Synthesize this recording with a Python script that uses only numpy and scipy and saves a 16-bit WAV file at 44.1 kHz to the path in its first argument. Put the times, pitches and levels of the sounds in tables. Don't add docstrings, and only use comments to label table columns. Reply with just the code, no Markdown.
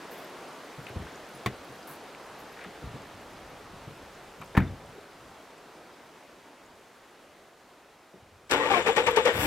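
import sys
import numpy as np
from scipy import signal
from scipy.fft import rfft, irfft, next_fast_len
from scipy.io import wavfile
from scipy.ndimage import uniform_filter1d, map_coordinates

SR = 44100
rng = np.random.default_rng(int(sys.argv[2]) if len(sys.argv) > 2 else 0)


def elevation(decibels):
    levels = np.asarray(decibels, float)
    return 10 ** (levels / 20)


def waveform_to_disk(signal):
    frames = np.transpose(np.atleast_2d(signal))
    scaled = np.clip(frames, -1, 1) * 32767
    samples = np.round(scaled).astype(np.int16)
    wavfile.write(sys.argv[1], SR, samples)


N = 417186
T = np.arange(N) / SR
KEY_TURN = round(8.4 * SR)


def unit(x):
    return x / np.sqrt(np.mean(x ** 2) + 1e-20)


def along(points, hz):
    f, v = np.transpose(points)
    return np.interp(np.log(hz + 1), np.log(f + 1), v)


def curves(rows):
    s, *cols = np.transpose(rows)
    return [np.interp(T, s, c) for c in cols]


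def wobble(rate, size=N):
    knots = rng.standard_normal(int(size * rate / SR) + 4)
    return map_coordinates(knots, [T[:size] * rate])


def filtered(x, response):
    n = x.shape[-1]
    m = next_fast_len(n + 8192)
    return irfft(rfft(x, m) * response(np.fft.rfftfreq(m, 1 / SR)), m)[..., :n]


def resonance(f, hz, width_hz):
    return 1j * f * width_hz / (hz * hz - f * f + 1j * f * width_hz)


def band(n, hz, width_hz):
    noise = rng.standard_normal(n + SR // 10)
    return unit(filtered(noise, lambda f: resonance(f, hz, width_hz) ** 2)[-n:])


def add(track, s, sound):
    part = track[round(s * SR):][:len(sound)]
    part += sound[:len(part)]


def ring(hz, t60, attack):
    t = T[:int(1.5 * t60 * SR) + 2]
    return np.sin(2 * np.pi * hz * t) * elevation(-60 * t / t60) * (1 - np.exp(-t / attack))


def struck(modes, attack):
    out = np.zeros(SR)
    for hz, db, t60 in modes:
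        add(out, 0, elevation(db) * ring(hz, t60, attack))
    return out


# frequency in Hz, likeness from 0 to 1.
ALIKE = [(60, 0.99), (240, 0.97), (950, 0.95), (3770, 0.85), (15000, 0.37)]


def rush(spectrum, patchy_db):
    z = signal.stft(rng.standard_normal((2, N)), nperseg=512)[2]
    field = uniform_filter1d(rng.standard_normal(z.shape[1:]), 6, 0)
    field = uniform_filter1d(field, 12, 1)
    pair = signal.istft(z * elevation(patchy_db * unit(field)), nperseg=512)[1][:, :N]

    def mid_side(f):
        turn = np.arccos(np.clip(along(ALIKE, f), -1, 1)) / 2
        return elevation(along(spectrum, f)) * [np.cos(turn), np.sin(turn)]

    mid, side = filtered(pair, mid_side)
    return unit(np.array([mid + side, mid - side]))


# time in seconds, road level in dB.
ROAD_FADE = [(0, -46.5), (4.3, -51), (6.8, -56), (8.47, -60)]
# frequency in Hz, level in dB per Hz.
ROAD_COLOUR = [(60, -37), (110, -18), (150, -8.5), (260, -2.5), (401, -0.5), (680, -1.5), (835, -3),
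               (1280, -6), (5000, -20.5), (6500, -26.5), (11000, -120)]
# frequency in Hz, level in dB per Hz.
HISS_COLOUR = [(1470, -1.5), (2500, -3.5), (3220, -5.5), (5200, -8.5), (6920, -7), (14200, -15.5),
               (15800, -19)]
# time in seconds, rumble level in dB.
SWAY = [
    (0, -73),
    (2.5, -63.5),
    (3, -56.5),
    (4.4, -58),
    (4.75, -54),
    (5.1, -63.5),
    (6.5, -72.5),
]
# frequency in Hz, level in dB per Hz.
RUMBLE_COLOUR = [(12, -41), (20, 0), (43, 0.5), (113, -3.5), (151, -4), (250, -12), (320, -18), (550, -120)]


def valley():
    road_db, = curves(ROAD_FADE)
    road = elevation(road_db + 2 + 0.4 * wobble(5)) * rush(ROAD_COLOUR, patchy_db=0.9)
    hiss_db = -55 + 0.74 * (road_db - road_db[0])
    hiss = elevation(hiss_db + 0.44 * wobble(25)) * rush(HISS_COLOUR, patchy_db=0.15)
    rumble = elevation(curves(SWAY)[0] + 3.5 * wobble(9)) * rush(RUMBLE_COLOUR, patchy_db=0.5)
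    return road + hiss + rumble


def gravel():
    out = np.zeros(N)
    for when, pitch, size in rng.random((420, 3)):
        db = -58 - 4 * np.log(size + 0.02)
        add(out, 4.5 * when, elevation(db) * ring(3500 * 4 ** pitch, t60=0.004, attack=0.0002))
    return out


# start in seconds, peak in dB, pitch in Hz.
THUMPS = [(0.199, -50, 212), (0.778, -38.5, 137), (0.79, -43, 90), (0.899, -36, 127), (0.959, -24, 86),
          (1, -41, 64.6), (1.338, -44.5, 135), (1.691, -45.5, 129), (1.889, -46, 153), (2.654, -42, 188),
          (2.664, -45, 416), (2.82, -36, 150.5), (2.835, -34, 65), (2.87, -36.5, 120), (2.94, -32.5, 135),
          (3.142, -46, 88.8), (3.449, -48, 56.5), (3.519, -49, 124), (3.73, -45, 133), (3.87, -37, 141),
          (4.019, -51, 86.1), (4.401, -42.5, 160), (4.886, -46, 141), (8.139, -51, 188), (8.219, -52, 87.5)]
# start in seconds, peak in dB, pitch in Hz.
TICKS = [(.246, -48, 13000), (.488, -51, 9100), (.803, -54, 9600), (.83, -54, 13000), (.89, -52, 14800),
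         (.99, -55, 10000), (1.158, -50, 6000), (1.292, -53, 11500), (1.31, -55, 10800), (1.68, -56, 10700),
         (1.725, -55, 9200), (1.83, -47, 4900), (2.04, -52, 10500), (.298, -55, 11500), (.528, -55, 9600),
         (.644, -55, 9600), (.845, -54, 11600), (.895, -54, 10700), (1.122, -53, 6600), (1.157, -52, 6800),
         (1.646, -55, 15000), (1.648, -56, 10300), (1.757, -55, 13000), (2.149, -40, 2300),
         (2.266, -56, 9600), (2.436, -54, 10300), (2.64, -50, 9100), (3.02, -53, 7600), (4.152, -54, 7000),
         (4.395, -58, 12800), (4.411, -56, 6400), (4.415, -54, 12500), (4.417, -52, 8000),
         (4.434, -56, 8800), (4.449, -55, 5200), (4.459, -57, 9100), (4.462, -55, 6200), (4.53, -58, 11000),
         (4.604, -53, 5450), (4.605, -51, 13000), (4.895, -56, 9200), (4.95, -58, 11300),
         (4.862, -53, 8700), (5.58, -56, 7700), (6.662, -56, 7000)]
# start in seconds, peak in dB, pitch in Hz, t60 in seconds.
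KEYS = [(1.347, -50, 10930, .12), (1.347, -56, 15000, .05), (2.387, -54, 13000, .05),
        (2.52, -56, 11600, .06), (4.415, -46, 1080, 0.07), (4.414, -45, 2340, .05),
        (4.533, -47, 3600, .015), (4.619, -48, 3550, .03), (4.674, -47, 3550, .04),
        (8.473, -58, 7800, .035), (8.14, -45, 378, 0.091)]
# start in seconds, length in seconds, rms level in dB, centre in Hz.
SCUFFS = [(0.107, 0.16, -55, 13300), (0.867, 0.0091, -39.5, 2300), (0.879, 0.054, -50, 1910),
          (0.998, 0.23, -56, 1600), (1.068, 0.011, -44, 1600), (1.457, .01, -50, 3280),
          (1.868, 0.094, -47.5, 1030), (1.871, 0.13, -55, 10500), (1.874, .1, -53, 14500),
          (2.4, 0.037, -60, 13000), (2.561, 0.1, -50.5, 1710), (2.598, 0.058, -48.5, 2050),
          (2.639, 0.032, -44.5, 1800), (2.648, .02, -48, 1250), (4.413, 0.037, -51, 2340),
          (4.416, 0.034, -47, 1160), (4.951, 0.061, -49.5, 413)]


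def driver():
    out, t = np.zeros(N), T[:SR // 4]
    thump_t60 = 0.28
    for s, db, hz in THUMPS:
        shake = band(len(t), hz, 1.77 * hz)
        add(out, s, elevation(db) * ring(hz, 0.74 * thump_t60, attack=0.0029))
        add(out, s, elevation(db - 5.5 - 60 * t / thump_t60) * shake * np.clip(t / 0.0026, 0, 1))
    for s, db, hz in TICKS:
        add(out, s, elevation(db + 6.5) * ring(hz, t60=0.0066, attack=0.000067))
    for s, db, hz, t60 in KEYS:
        add(out, s, elevation(db) * ring(hz, t60, attack=0.00097))
    for s, length, db, hz in SCUFFS:
        clumps = rng.exponential(size=SR // 400 + 1) ** 0.55
        grit = rng.standard_normal(len(t)) * np.repeat(clumps, 100)[:len(t)]
        scrape = unit(filtered(grit, lambda f: resonance(f, hz, 0.6 * hz) ** 2))
        add(out, s, elevation(db) * scrape * np.sin(np.pi * np.clip(t / length, 0, 1) ** 0.41))
    return out


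# frequency in Hz, level in dB per Hz.
LATCH_CRACK = [(180, -23), (600, -11), (1100, -6), (1550, -2), (2050, -2), (3500, -14.5), (6000, -30),
               (15800, -33)]
# frequency in Hz, level in dB, t60 in seconds.
LATCH_MODES = [(124, -1.5, 0.14), (200, -7, 0.16), (337, -11, 0.036), (710, -8, 0.054), (860, -18, 0.08),
               (1200, -17, 0.06), (1530, -16, 0.05), (1850, -10, 0.075)]
# centre in Hz, width in Hz, dB under the crack, t60 in seconds.
LATCH_TRIM = [(60, 82, -19, 0.43), (328, 230, -6.5, 0.17), (1094, 130, -10, 0.05), (1970, 250, -10, 0.092),
              (1490, 2300, -8.5, 0.11), (3500, 11000, -12.5, 0.042)]
# frequency in Hz, level in dB per Hz.
SEAL_CRACK = [(180, -6), (300, 0), (700, -9), (1670, -10), (2600, -19), (4000, -33), (15800, -65)]
# frequency in Hz, level in dB per Hz.
SLAM_CRACK = [(180, -7), (300, -2), (545, -21), (896, -5), (1450, -17), (1800, -11), (3000, -22),
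              (5290, -39), (15800, -38)]
# frequency in Hz, level in dB, t60 in seconds.
PANEL_MODES = [(48, -18, 0.41), (93.3, 0.5, 0.38), (135, 0.5, 0.29), (188, 3.5, 0.19), (246, -3.5, 0.25),
               (308, -17, .25), (1337, -20, 0.29), (1750, -22, .1), (1950, -16, .2)]
# centre in Hz, width in Hz, dB under the crack, t60 in seconds.
PANEL_TRIM = [(60, 130, -9.5, 0.57), (218, 240, -13.5, 0.41), (293, 140, -17, 0.27), (800, 430, -11, 0.12),
              (1600, 1000, -20, 0.31), (1714, 200, -14, 0.092), (3560, 3600, -24, 0.063)]
# start in seconds, crack in dB, panel ring in dB, crack t60 in seconds.
DOOR = [
    (1.4602, -23.5, -19, 0.036),
    (4.55, -28.5, -45, 0.071),
    (4.569, -23.5, -45, 0.052),
    (4.5743, -18, -21.5, 0.033),
]
# start in seconds, peak in dB, pitch in Hz, t60 in seconds.
SNAPS = [(1.4606, -21, 1084, .022), (1.4608, -26, 2080, 0.019), (1.4612, -23, 1560, .012),
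         (1.461, -38, 4280, .02), (1.4615, -30, 2700, .015), (1.465, -31, 1140, .02),
         (1.47, -32, 2050, 0.04), (4.5503, -33, 1670, .03), (4.569, -27, 1810, .03),
         (4.571, -32, 2920, .015), (4.5744, -20.5, 1785, 0.046), (4.5747, -25, 900, 0.023),
         (4.5747, -19, 1300, .012), (4.5747, -23, 2320, 0.0089), (4.5754, -42, 5300, 0.0063),
         (4.416, -36, 1300, 0.028), (4.422, -39, 1100, .05), (4.416, -43, 2350, .04),
         (4.587, -25, 1750, .03), (4.594, -35, 1290, 0.036), (4.594, -33, 2200, .03),
         (4.6042, -32, 1570, 0.045), (4.6042, -33, 2400, .02), (4.621, -35, 2100, .03)]


def door():
    out, t = np.zeros(N), T[:SR // 2]
    colours = [LATCH_CRACK, SEAL_CRACK, SLAM_CRACK, SLAM_CRACK]
    for i, (s, crack_db, ring_db, t60) in enumerate(DOOR):
        opening = i == 0
        modes, trim = (LATCH_MODES, LATCH_TRIM) if opening else (PANEL_MODES, PANEL_TRIM)
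        lag = 0.0003 if opening else 0
        crack = unit(filtered(rng.standard_normal(len(t)), lambda f: elevation(along(colours[i], f))))
        add(out, s, elevation(crack_db - 60 * t / t60) * crack * np.clip(t / 0.0007, 0, 1))
        add(out, s + lag, elevation(ring_db - 1.5) * struck(modes, attack=0.0018))
        for hz, width_hz, db, fade in trim:
            shake = band(len(t), hz, width_hz) * np.clip(t * hz, 0, 1)
            add(out, s, elevation(crack_db + db - 60 * t / fade) * shake)
    for s, db, hz, t60 in SNAPS:
        add(out, s, elevation(db) * ring(hz, t60, attack=0.0003))
    push = np.pad(np.hanning(int(0.0043 * SR)), (0, SR // 4))
    add(out, DOOR[-1][0] + 0.0017, -elevation(-4) * filtered(push, lambda f: resonance(f, 80, 420)))
    return out


def fuel_pump():
    swell = np.clip((T - 8.2) / 0.12, 0, 1) * (T < 8.5)
    return elevation(-63) * swell * band(N, 91, 25)


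# time in seconds, brush whine in Hz, grind level in dB.
SPIN = [(8.51, 2992, -31), (8.7, 4208, -29), (8.775, 4417, -32.5), (8.825, 6603, -36.5), (8.86, 7300, -37),
        (9.07, 7905, -39), (9.3, 7980, -37.5), (9.4, 9390, -31.5), (9.46, 9610, -28)]


def motor(t):
    top_hz, load_db = np.array(curves(SPIN))[:, KEY_TURN:]
    times = np.array([row[0] for row in OVERRUNS])
    cycle = np.interp(t, times[1:], np.arange(len(times) - 1)) % 1
    sag = np.sin(np.pi * cycle ** 0.8)
    since = np.abs(t - times[np.clip(np.searchsorted(times, t) - 1, 0, None)])
    hush_db = 15 * np.exp(-since / 0.045)
    freed_db = 60 * np.clip(t - times[-1], 0, None) / 1.2
    return top_hz - 698 * sag, -50 - hush_db - freed_db, load_db - 6 * sag


# start in seconds, rattle in dB, hold in seconds, t60 in seconds, knock in dB.
CLASH = [
    (8.494, -35, 0.013, .035, -34),
    (8.508, -25.5, 0.029, 0.1, -17.5),
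    (8.531, -36, .01, .05, -26),
]
# start in seconds, rattle in dB, hold in seconds, knock in dB.
OVERRUNS = [
    (8.699, -31, 0.088, -48),
    (8.859, -25, 0.027, -33),
    (8.96, -25, 0.033, -25),
    (9.064, -24, 0.018, -24.5),
    (9.159, -23.5, 0.014, -22),
    (9.25, -27, 0.032, -23),
]


def tooth_contacts(t, on, grind_db):
    rattle, knock = on * elevation(grind_db), np.zeros(len(t))
    slaps = [(s, db, hold, 0.18, knock_db) for s, db, hold, knock_db in OVERRUNS]
    for s, db, hold, t60, knock_db in CLASH + slaps:
        age = np.clip(t - s, 0, None)
        fade_db = 60 * np.clip(age - hold, 0, None) / t60
        rattle += elevation(db - fade_db) * np.clip(age / 0.012, 0, 1) ** 0.85
        knock += elevation(knock_db - 60 * age / 0.051) * np.clip(age / 0.0065, 0, 1) ** 1.1
    return rattle, knock


# frequency in Hz, width in Hz, level in dB.
HOUSING = [(470, 65, -3), (920, 160, -6.5), (1030, 33, -4), (1160, 26, -5), (1482, 28, -5), (1660, 35, -5),
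           (1856, 27, -5), (2050, 53, -10), (2262, 45, -6), (2440, 35, -7), (2660, 36, -9), (2940, 45, -5),
           (3500, 330, -17), (7600, 550, -29)]
# frequency in Hz, level in dB per Hz.
CASTING = [(59, -56), (100, -18), (327, -7), (490, -2.5), (650, -9.5), (1100, -11.5), (2300, -10.5),
           (3600, -15.5), (4100, -22), (6500, -27), (8200, -30), (9000, -38), (12500, -37), (15800, -50)]


def grinding(rattle, whine_hz):
    n = len(rattle)
    mesh_hz = whine_hz / 15 * (1 + 0.4 * wobble(300, size=n))
    mesh = np.diff(np.floor(np.cumsum(mesh_hz) / SR), prepend=0) != 0
    hits = mesh * rng.lognormal(0, 0.2, n) * rng.choice([-1, 1], n)
    blows = filtered(hits, lambda f: resonance(f, 800, 4500))
    scrape = unit(np.abs(blows) ** 0.35 * rng.standard_normal(n))
    teeth = 0.45 * unit(blows) + 0.8 * scrape + 0.6 * rng.standard_normal(n)

    def colour(f):
        housing = 0
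        for k, (hz, width_hz, db) in enumerate(HOUSING):
            housing = housing + (-1) ** k * elevation(db - 13) * resonance(f, hz, width_hz)
        return np.abs(housing * resonance(f, 1500, 9000)) + elevation(along(CASTING, f) - 3)

    return filtered(teeth * rattle, colour) / np.sqrt(np.mean(filtered(teeth, colour) ** 2))


# start in seconds, length in seconds, frequency in Hz, rms level in dB.
SWEEP = [(8.509, 0.07, 474.5, -30.5), (8.53, .03, 870, -34), (8.506, .03, 1400, -32.5),
         (8.534, 0.034, 1030, -29), (8.592, .025, 475, -26.5), (8.605, 0.054, 522, -27.5),
         (8.65, 0.05, 518, -32), (8.592, 0.11, 1886, -31), (8.701, .09, 2300, -42), (8.6, .04, 1030, -30.5),
         (8.738, 0.062, 2340, -27.5), (8.786, 0.04, 504, -31), (8.799, 0.024, 910, -31),
         (8.885, .025, 800, -24), (9.268, 0.058, 1870, -30.5), (9.33, 0.13, 505, -39),
         (9.381, 0.045, 1880, -36), (9.42, .04, 298, -32), (9.434, 0.021, 1050, -42)]
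# frequency in Hz, width in Hz, length and delay in seconds, dB over rattle.
SINGS = [(507, 33, 0.089, .015, -11.5), (880, 154, 0.057, 0.012, -5.5), (696.8, 200, 0.043, 0.00503, -11),
         (1160, 66, 0.043, 0.0095, -6.5), (1840, 31, 0.036, 0.0057, -8.5), (2400, 97, 0.037, 0.00053, -10)]


def singing(n):
    out = np.zeros(n)
    notes = [(s, length, hz, 0.055 * hz, db) for s, length, hz, db in SWEEP]
    for s, db, *_ in OVERRUNS[1:]:
        notes += [(s + delay, length, hz, width, db + over) for hz, width, length, delay, over in SINGS]
    for s, length, hz, width_hz, db in notes:
        t = T[:int(length * SR)]
        swell = np.sin(np.pi * (t / length) ** 0.44) * band(len(t), hz, width_hz)
        add(out, s - T[KEY_TURN], elevation(db - 6) * unit(swell))
    return out


# time in seconds, rate in teeth per second.
TOOTH_RATE = [(8.53, 280), (8.585, 295), (8.64, 288), (8.685, 302), (8.7, 406), (8.735, 390), (8.75, 357),
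              (8.775, 350), (8.81, 350)]
# start in seconds, length in seconds, multiple of tooth rate, rms level in dB.
STRANDS = [(8.545, 0.16, 1, -37), (8.572, 0.062, 3, -32.5), (8.652, 0.045, 3, -31), (8.615, .07, 4, -33),
           (8.53, .06, 5, -34), (8.635, 0.038, 2, -34.5), (8.699, 0.051, 2, -26), (8.7, 0.035, 3, -30.5),
           (8.715, .035, 1, -29.5), (8.738, 0.023, 3, -26), (8.758, .035, 3, -31), (8.752, .04, 2, -29),
           (8.77, 0.035, 1, -29)]


def strands(t):
    rate = np.interp(t, *np.transpose(TOOTH_RATE)) * (1 + 0.016 * wobble(148, size=len(t)))
    turn = 2 * np.pi * np.cumsum(rate) / SR
    out = np.zeros(len(t))
    for s, length, multiple, db in STRANDS:
        swell = np.sin(np.pi * np.clip((t - s) / length, 0, 1) ** 0.69) ** 0.61
        level = elevation(db + 1.5 + 2.5 * wobble(80.2, size=len(t)))
        out += level * swell * np.sin(round(multiple) * turn)
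    return out


# start in seconds, length in seconds, frequency in Hz, rms level in dB.
HUMS = [(8.862, .03, 467, -27), (8.885, .03, 461, -22), (8.92, 0.02, 495, -32), (8.966, .026, 475, -25.5),
        (8.994, 0.027, 470, -27), (9.03, 0.028, 505.2, -33), (9.07, 0.039, 494, -26),
        (9.105, 0.019, 488, -27.5), (9.123, 0.038, 472, -30), (9.166, .024, 458, -21.5),
        (9.188, .022, 482, -23), (9.21, 0.038, 498, -32.5), (9.252, 0.02697, 487, -20.5),
        (9.28, 0.022, 510, -25), (9.303, .016, 505, -30.5), (8.974, 0.023, 858, -25.5),
        (9.08, .016, 882, -25), (9.171, 0.016, 894, -23.5)]


def humming(n):
    out = np.zeros(n)
    for s, length, hz, db in HUMS:
        t = T[:int(length * SR)]
        pitch = hz * (1 + 0.018 * wobble(130, size=len(t)))
        turn = 2 * np.pi * (rng.random() + np.cumsum(pitch) / SR)
        swell = np.sin(np.pi * t / length) ** 0.58
        add(out, s - T[KEY_TURN], elevation(db + 3.5) * swell * np.sin(turn))
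    return out


# time in seconds, trim in dB.
WHINE_TRIM = [(8.7, -6), (8.78, -9), (8.83, -7), (8.9, -2), (9.07, -2), (9.11, -8), (9.46, -10)]


def brush_whine(whine_hz, whine_db):
    n = len(whine_hz)
    turn = 2 * np.pi * np.cumsum(whine_hz * (1 + 0.011 * wobble(500, size=n))) / SR
    tones = np.sin(turn) + 0.18 * np.sin(1.5 * turn) + 1.1 * np.sin(turn / 2)
    return elevation(whine_db + curves(WHINE_TRIM)[0][KEY_TURN:] + 3 + 4 * wobble(70, size=n)) * tones


# frequency in Hz, level in dB per Hz.
KNOCK = [(2000, 7), (4000, 3.5), (8000, -1), (11000, -12), (15900, -16)]


def starter():
    t = T[KEY_TURN:]
    n = len(t)
    whine_hz, whine_db, grind_db = motor(t)
    on = np.clip((t - SPIN[0][0]) / 0.0055, 0, 1)
    rattle, knock = tooth_contacts(t, on, grind_db)
    steel = unit(filtered(rng.standard_normal(n), lambda f: elevation(along(KNOCK, f)) * (f > 1500)))
    rocking = elevation(-35.5) * on * np.sqrt(rattle) * band(n, 59, 86)
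    hiss = elevation(-54.5) * band(n, 7360, 1300) + elevation(-48.5) * band(n, 3480, 350)
    brushes = on * (elevation(3.9 * wobble(150, size=n)) * hiss + brush_whine(whine_hz, whine_db))
    gears = grinding(rattle, whine_hz) + singing(n) + humming(n) + strands(t)
    return gears + knock * steel + brushes + rocking


# time in seconds, exhaust level in dB.
CATCH = [
    (9.32, -39),
    (9.39, -41),
    (9.46, -29),
]
# start in seconds, peak in dB.
FIRINGS = [
    (9.363, -30),
    (9.391, -21),
    (9.424, -33),
    (9.447, -24),
]


def engine():
    t = T[KEY_TURN:]
    n = len(t)
    exhaust_db = curves(CATCH)[0][KEY_TURN:]
    on = np.clip((t - CATCH[0][0]) / 0.035, 0, 1)
    boom = band(n, 89, 93) + 0.46 * band(n, 210, 190.3)
    air = band(n, 12500, 6900) + 0.45 * band(n, 7700, 900) + 0.58 * band(n, 5000, 3000)
    air_db = -38 + 0.19 * (exhaust_db - exhaust_db[-1]) + 2.3 * wobble(70.9, size=n)
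    air_db -= 5.5 * (t < 9.388)
    out = on * (elevation(exhaust_db + 1.5) * boom + elevation(air_db) * air)
    out += elevation(-48) * band(n, 12000, 4000) * np.exp(-((t - 9.113) / 0.006) ** 2)
    for s, db in FIRINGS:
        add(out, s - t[0], elevation(db) * ring(111, t60=0.058, attack=0.0018))
    return out


# frequency in Hz, left over right in dB.
LEFT_DB = [(60, 2.5), (180, -0.5), (550, 5), (900, 9), (2400, 9.5), (4970, 4), (15000, 5.5)]
# frequency in Hz, phase by which left leads in radians.
LEAD = [(0, 0), (500, -.2), (1200, -.05), (2070, 2.3), (3270, 3.1), (4500, 3.5), (5170, 4.5), (6030, 8.5),
        (6900, 9.85), (8270, 11.9), (9500, 11.4), (11200, 12.4), (14600, 10.7)]


def from_left(pair):
    half = lambda f: elevation(along(LEFT_DB, f) / 2) * np.exp(0.5j * np.interp(f, *np.transpose(LEAD)))
    return filtered(pair, lambda f: np.array([half(f), 1 / half(f)]))


# frequency in Hz, share from 0 to 1 heard differently at each port.
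SPREAD = [(100, .005), (700, .012), (1400, .24), (2070, .34), (3400, .12), (5200, .32), (6900, .2),
          (15000, .38)]


def engine_bay():
    shared, own = starter() + engine(), starter() + engine()
    common = filtered(shared, lambda f: np.sqrt(1 - along(SPREAD, f)))
    apart = filtered(own, lambda f: np.sqrt(along(SPREAD, f)))
    pair = from_left(np.array([common + apart, common - apart]))
    return np.pad(pair, ((0, 0), (KEY_TURN, 0)))


def scattered(x, share, t60):
    scatter = rng.standard_normal((2, SR // 10)) * elevation(-60 * T[:SR // 10] / t60)
    echoes = signal.fftconvolve(x[None], scatter / np.linalg.norm(scatter[0]), axes=1)[:, :N]
    part = lambda f: np.clip(along(share, f), 0, 1)
    return filtered(x, lambda f: np.sqrt(1 - part(f))) + filtered(echoes, lambda f: np.sqrt(part(f)))


# frequency in Hz, scattered share from 0 to 1.
CAB_SCATTER = [(60, .0005), (250, .002), (1000, 0.015), (10000, 0.25)]
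# frequency in Hz, phase by which left leads in radians.
CAB_LEAD = [(30, -.1), (90, -.16), (200, -.3), (1000, -.12), (3000, -.1), (6000, .3)]


def scene():
    cab = scattered(driver() + gravel() + door() + fuel_pump(), CAB_SCATTER, t60=0.014)
    tilt = elevation([[0.4], [-0.4]])
    placed = filtered(cab, lambda f: tilt * np.exp([[0.5j], [-0.5j]] * along(CAB_LEAD, f)))
    return valley() + placed + engine_bay()


def band_limit(x):
    return signal.sosfilt(signal.butter(12, 15840, fs=SR, output="sos"), x)


def record(dry):
    heard = filtered(dry, lambda f: (f < 15835) / (1 + 32 / (1j * f + 1e-3)) ** 2)
    return band_limit(heard)


dry = scene()
out = record(dry)
waveform_to_disk(out)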